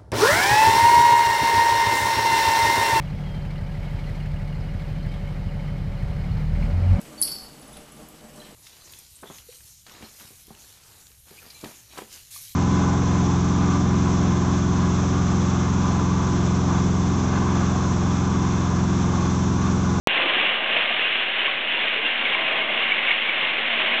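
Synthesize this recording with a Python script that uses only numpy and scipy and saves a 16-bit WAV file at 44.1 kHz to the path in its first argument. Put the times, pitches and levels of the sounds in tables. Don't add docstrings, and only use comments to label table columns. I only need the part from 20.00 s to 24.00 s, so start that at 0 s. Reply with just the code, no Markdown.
import sys
import numpy as np
from scipy import signal
from scipy.fft import rfft, irfft
from scipy.io import wavfile
from scipy.ndimage import map_coordinates

SR = 44100
rng = np.random.default_rng(int(sys.argv[2]) if len(sys.argv) > 2 else 0)


def dump_mix(stems):
    frames = np.atleast_2d(stems).T
    limited = np.clip(frames, -1, 1)
    pcm = np.round(limited * 32767).astype(np.int16)
    wavfile.write(sys.argv[1], SR, pcm)


N = 176400

# (frequency [Hz], gain [dB])
RATTLE_SPECTRUM = [(120, -33.5), (300, -20), (700, -14), (1350, -10), (1600, -3.5), (2150, 0.5), (2900, 0),
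                   (3400, -2.5), (3700, -9.5), (4000, -19), (4220, -25), (4500, -49)]
# (time [s], relative level [dB])
RATTLE_LEVEL = [(0.1, -24), (0.2, -21.5), (0.42, -22.5), (0.52, -22.5), (0.62, -25.5), (0.75, -23.5),
                (0.98, -22.5), (1.1, -24.5), (1.22, -23), (1.34, -24.5), (1.47, -23), (1.53, -24),
                (1.66, -27), (1.76, -24), (1.92, -24), (2.15, -25.5), (2.26, -23), (2.42, -25),
                (2.58, -22.5), (2.67, -28.5), (2.79, -24), (2.98, -23), (3.18, -25.5), (3.28, -23.5),
                (3.46, -24.5), (3.58, -24), (3.75, -23.5), (4.0, -21.5)]
def rattle(impacts, chatter_hz=153.9, chatter_depth=0.054, swell_db=0.63):
    chatter_cycles = np.cumsum(chatter_hz * (1 + 0.014 * wander(4.4))) / SR
    chatter = 1 + chatter_depth * np.sin(2 * np.pi * chatter_cycles)
    flicker = gain(0.7 * wander(70))
    level_db = curve(RATTLE_LEVEL) + 0.1 + swell_db * bottle_beat()
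    return unit_rms(colour(impacts * chatter * flicker, RATTLE_SPECTRUM)) * gain(level_db)


def contacts(per_s=1800, spread_db=1.5, hall_share=0.51):
    hits = rng.random(N) < per_s / SR
    sizes = gain(spread_db * np.minimum(rng.exponential(size=N), 4))
    direct = unit_rms(hits * sizes * rng.choice([-1, 1], N))
    hall = rng.standard_normal(N)
    return np.sqrt(1 - hall_share) * direct + np.sqrt(hall_share) * hall


def bottle_beat(bottles_per_s=2.983, passing_at_s=0.43):
    return np.cos(2 * np.pi * bottles_per_s * (np.arange(N) / SR - passing_at_s))


# (frequency [Hz], t60 [s], relative level [dB])
STEEL_MODES = [(1592, 0.052, -7.5), (2302, 0.08, -12.5), (2590, 0.037, -10.5), (2530, 0.095, -9),
               (2775, 0.2, -3.5), (2842, 0.081, -9), (3005, 0.065, -6), (3394, 0.06, -14.5)]
# (time [s], relative level [dB])
STEEL_LEVEL = [(0.1, -30.5), (0.4, -28.5), (0.75, -30.5), (1.1, -31), (1.6, -31.5), (1.95, -30.5),
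               (2.5, -32.5), (3.1, -32), (3.5, -36.5), (4.0, -30.5)]
def steel(swell_db=1.7):
    ringing = colour(ringing_parts(STEEL_MODES, wander_db=0.8), RATTLE_SPECTRUM)
    return ringing * gain(curve(STEEL_LEVEL) + 1 + swell_db * bottle_beat())


# (time [s], level [dB])
SCRAPE_LEVEL = [(0, -44.5), (2.1, -38.5), (2.3, -30), (2.55, -33), (2.9, -28.5), (3.15, -30), (3.5, -32.5),
                (4, -33.5)]
def scrape(hz=2145, t60=0.0098, flutter_db=1.2):
    rubbing = colour(ring(contacts(), hz, t60), RATTLE_SPECTRUM)
    return unit_rms(rubbing) * gain(curve(SCRAPE_LEVEL) + flutter_db * wander(25))


# (time [s], relative level [dB])
CLACKS = [(0.111, -23), (.2565, -20), (0.348, -13), (0.3927, -19), (0.7412, -13.5), (0.766, -18),
          (0.9649, -8), (1.0765, -15.5), (1.8763, -19.5), (2.215, -14), (2.3467, -22), (2.3966, -21.5),
          (2.5263, -15.5)]
def clacks():
    cracks = np.zeros(N)
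    for start, db in CLACKS:
        add(cracks, start, gain(db) * burst(t60=0.0045))
    return gain(5.5) * colour(cracks, RATTLE_SPECTRUM)


# (time [s], peak level [dB], frequency [Hz])
KNOCKS = [(.195, -28.5, 670), (.225, -24, 560), (.25, -28, 342), (.36, -29, 342), (.69, -27, 606),
          (0.76, -20.5, 650), (.9, -24, 660), (1.475, -23.5, 1115), (1.774, -27.5, 964), (1.955, -28, 423),
          (1.985, -31.5, 420), (2.349, -24, 990), (2.512, -24, 670), (2.694, -27, 620), (2.799, -27, 1135)]
def knocks(ring_t60=0.022):
    out = np.zeros(N)
    for start, db, hz in KNOCKS:
        blow = burst(t60=0.11)
        hollow = ring(ring(blow, hz, ring_t60), hz, ring_t60)
        add(out, start, gain(db) * hollow / np.abs(hollow).max())
    return out


# (time [s], length [s], frequency [Hz], peak
# level [dB])
SQUEAKS = [(.176, .007, 2130, -16), (.392, .011, 2350, -16), (2.24, 0.04, 2235, -23),
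           (2.34, 0.012, 2296, -19), (2.609, 0.02, 2187, -19), (2.914, 0.016, 2244, -13),
           (3.081, .008, 2230, -19), (3.1058, 0.005, 2030, -12), (3.1102, 0.0072, 2190, -10.5),
           (3.2862, 0.006, 2270, -15), (3.293, .0055, 2270, -16), (3.918, .012, 2200, -20)]
def squeaks(rise_share=0.6):
    out = np.zeros(N)
    for start, length, hz, db in SQUEAKS:
        count = int(length * SR)
        cycles = np.cumsum(hz * (1 + 0.011 * wander(500, count))) / SR
        swell_angle = np.interp(np.linspace(0, 1, count), [0, rise_share, 1], [0, np.pi / 2, np.pi])
        add(out, start, gain(db) * np.sin(swell_angle) * np.sin(2 * np.pi * cycles))
    return out


# (frequency [Hz], gain [dB])
RUMBLE_SPECTRUM = [(60, 11), (145, -2.5), (190, -1.5), (330, 0.5), (480, 0), (640, -1), (1050, -0.5),
                   (1500, 0.5), (3000, -12)]
# (frequency [Hz], t60 [s], relative level [dB])
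FRAME_MODES = [(542, 0.11, -13), (601.6, 0.081, -16), (636.7, 0.072, -13), (764.4, 0.07, -11.5),
               (1074, 0.065, -11.5), (1195, 0.097, -13)]
# (time [s], relative level [dB])
RUMBLE_LEVEL = [(0.1, -29), (0.25, -24.5), (0.45, -27.5), (0.62, -29.5), (0.77, -28), (1.05, -31.5),
                (1.32, -34), (1.48, -30.5), (1.64, -32.5), (1.98, -32), (2.19, -32.5), (2.32, -28.5),
                (2.62, -28.5), (2.9, -29.5), (3.25, -32), (3.55, -31), (3.8, -28), (4.0, -30.5)]
def rumble(impacts):
    shaking = unit_rms(colour(impacts * gain(1.5 * wander(25)), RUMBLE_SPECTRUM))
    frame = drift(ringing_parts(FRAME_MODES, wander_db=1.5), share=0.012, per_s=14)
    return low_pass(shaking + frame, 2500, order=4) * gain(curve(RUMBLE_LEVEL) - 3)


# (time [s], level [dB])
HUM_LEVEL = [(0, -50.5), (1.98, -50), (2.15, -36), (2.36, -53), (2.62, -46.5), (2.86, -44.5), (3.1, -53),
             (3.55, -50), (3.82, -38), (4, -44)]
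# (time [s], level [dB])
WHINE_LEVEL = [(0, -45), (2.15, -46), (2.35, -36.5), (2.65, -37), (2.9, -47), (3.6, -46.5), (3.8, -32.5),
               (4, -40.5)]
def motor():
    return tone(HUM_LEVEL, hz=232.4, waver=0.008) + tone(WHINE_LEVEL, hz=650.6, waver=0.025)


def tone(levels, hz, waver, flutter_db=2.2):
    cycles = np.cumsum(hz * (1 + waver * wander(40))) / SR
    return np.sin(2 * np.pi * cycles) * gain(curve(levels) + flutter_db * wander(18))


def ringing_parts(modes, wander_db):
    return sum(gain(db + wander_db * wander(5.4)) * unit_rms(ring(contacts(), hz, t60))
               for hz, t60, db in modes)


def ring(x, hz, t60):
    pole = np.exp((2j * np.pi * hz - np.log(1000) / t60) / SR)
    return signal.lfilter([1], [1, -pole], x).imag


def burst(t60):
    t = np.arange(SR // 4) / SR
    return rng.standard_normal(len(t)) * np.exp(-np.log(1000) * t / t60)


def wander(per_s, count=N):
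    knots = rng.standard_normal(2000)
    return 1.2 * np.interp(np.arange(count) / SR * per_s, np.arange(len(knots)), knots)


def drift(x, share, per_s):
    positions = np.cumsum(1 + share * wander(per_s))
    return map_coordinates(x, [positions], order=1, mode="mirror")


def colour(x, spectrum):
    hz, db = np.array(spectrum).T
    bin_hz = np.maximum(np.arange(N // 2 + 1) * SR / N, 1)
    response = gain(np.interp(np.log(bin_hz), np.log(hz), db))
    return irfft(rfft(x, N) * response, N)


def low_pass(x, hz, order):
    return signal.sosfilt(signal.butter(order, hz, fs=SR, output="sos"), x)


def steep_low_pass(x, hz):
    return signal.sosfilt(signal.ellip(10, 0.2, 90, hz, fs=SR, output="sos"), x)


def gain(db):
    return 10 ** (np.asarray(db) / 20)


def unit_rms(x):
    return x / np.sqrt(np.mean(x ** 2))


def curve(rows):
    return np.interp(np.arange(N) / SR, *np.array(rows).T)


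def add(out, start, x):
    i = int(start * SR)
    out[i:i + len(x)] += x[:N - i]


def scene():
    impacts = contacts()
    running = rattle(impacts) + steel() + rumble(impacts) + scrape() + motor()
    return (running + clacks() + knocks() + squeaks())[None]


def record(dry, low_cut_hz=165, top_hz=4404, start_s=0.0725, pop_s=0.0006, dc_offset=-0.0087):
    t = np.arange(N) / SR - start_s
    thin = signal.sosfilt(signal.butter(4, low_cut_hz, "high", fs=SR, output="sos"), dry)
    murmur = gain(-66.5) * unit_rms(low_pass(rng.standard_normal(N), 110, order=2))
    switched_on = t > 4 * pop_s
    narrow = steep_low_pass((thin + murmur + dc_offset) * switched_on, top_hz)
    rebound = 0.72 * np.exp(-np.abs(t - pop_s) / pop_s)
    pop = 0.68 * (t >= 0) * np.where(t < pop_s, -1, rebound)
    return steep_low_pass(narrow + low_pass(pop, 5600, order=1), 16000)


dry = scene()
out = record(dry)
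dump_mix(out)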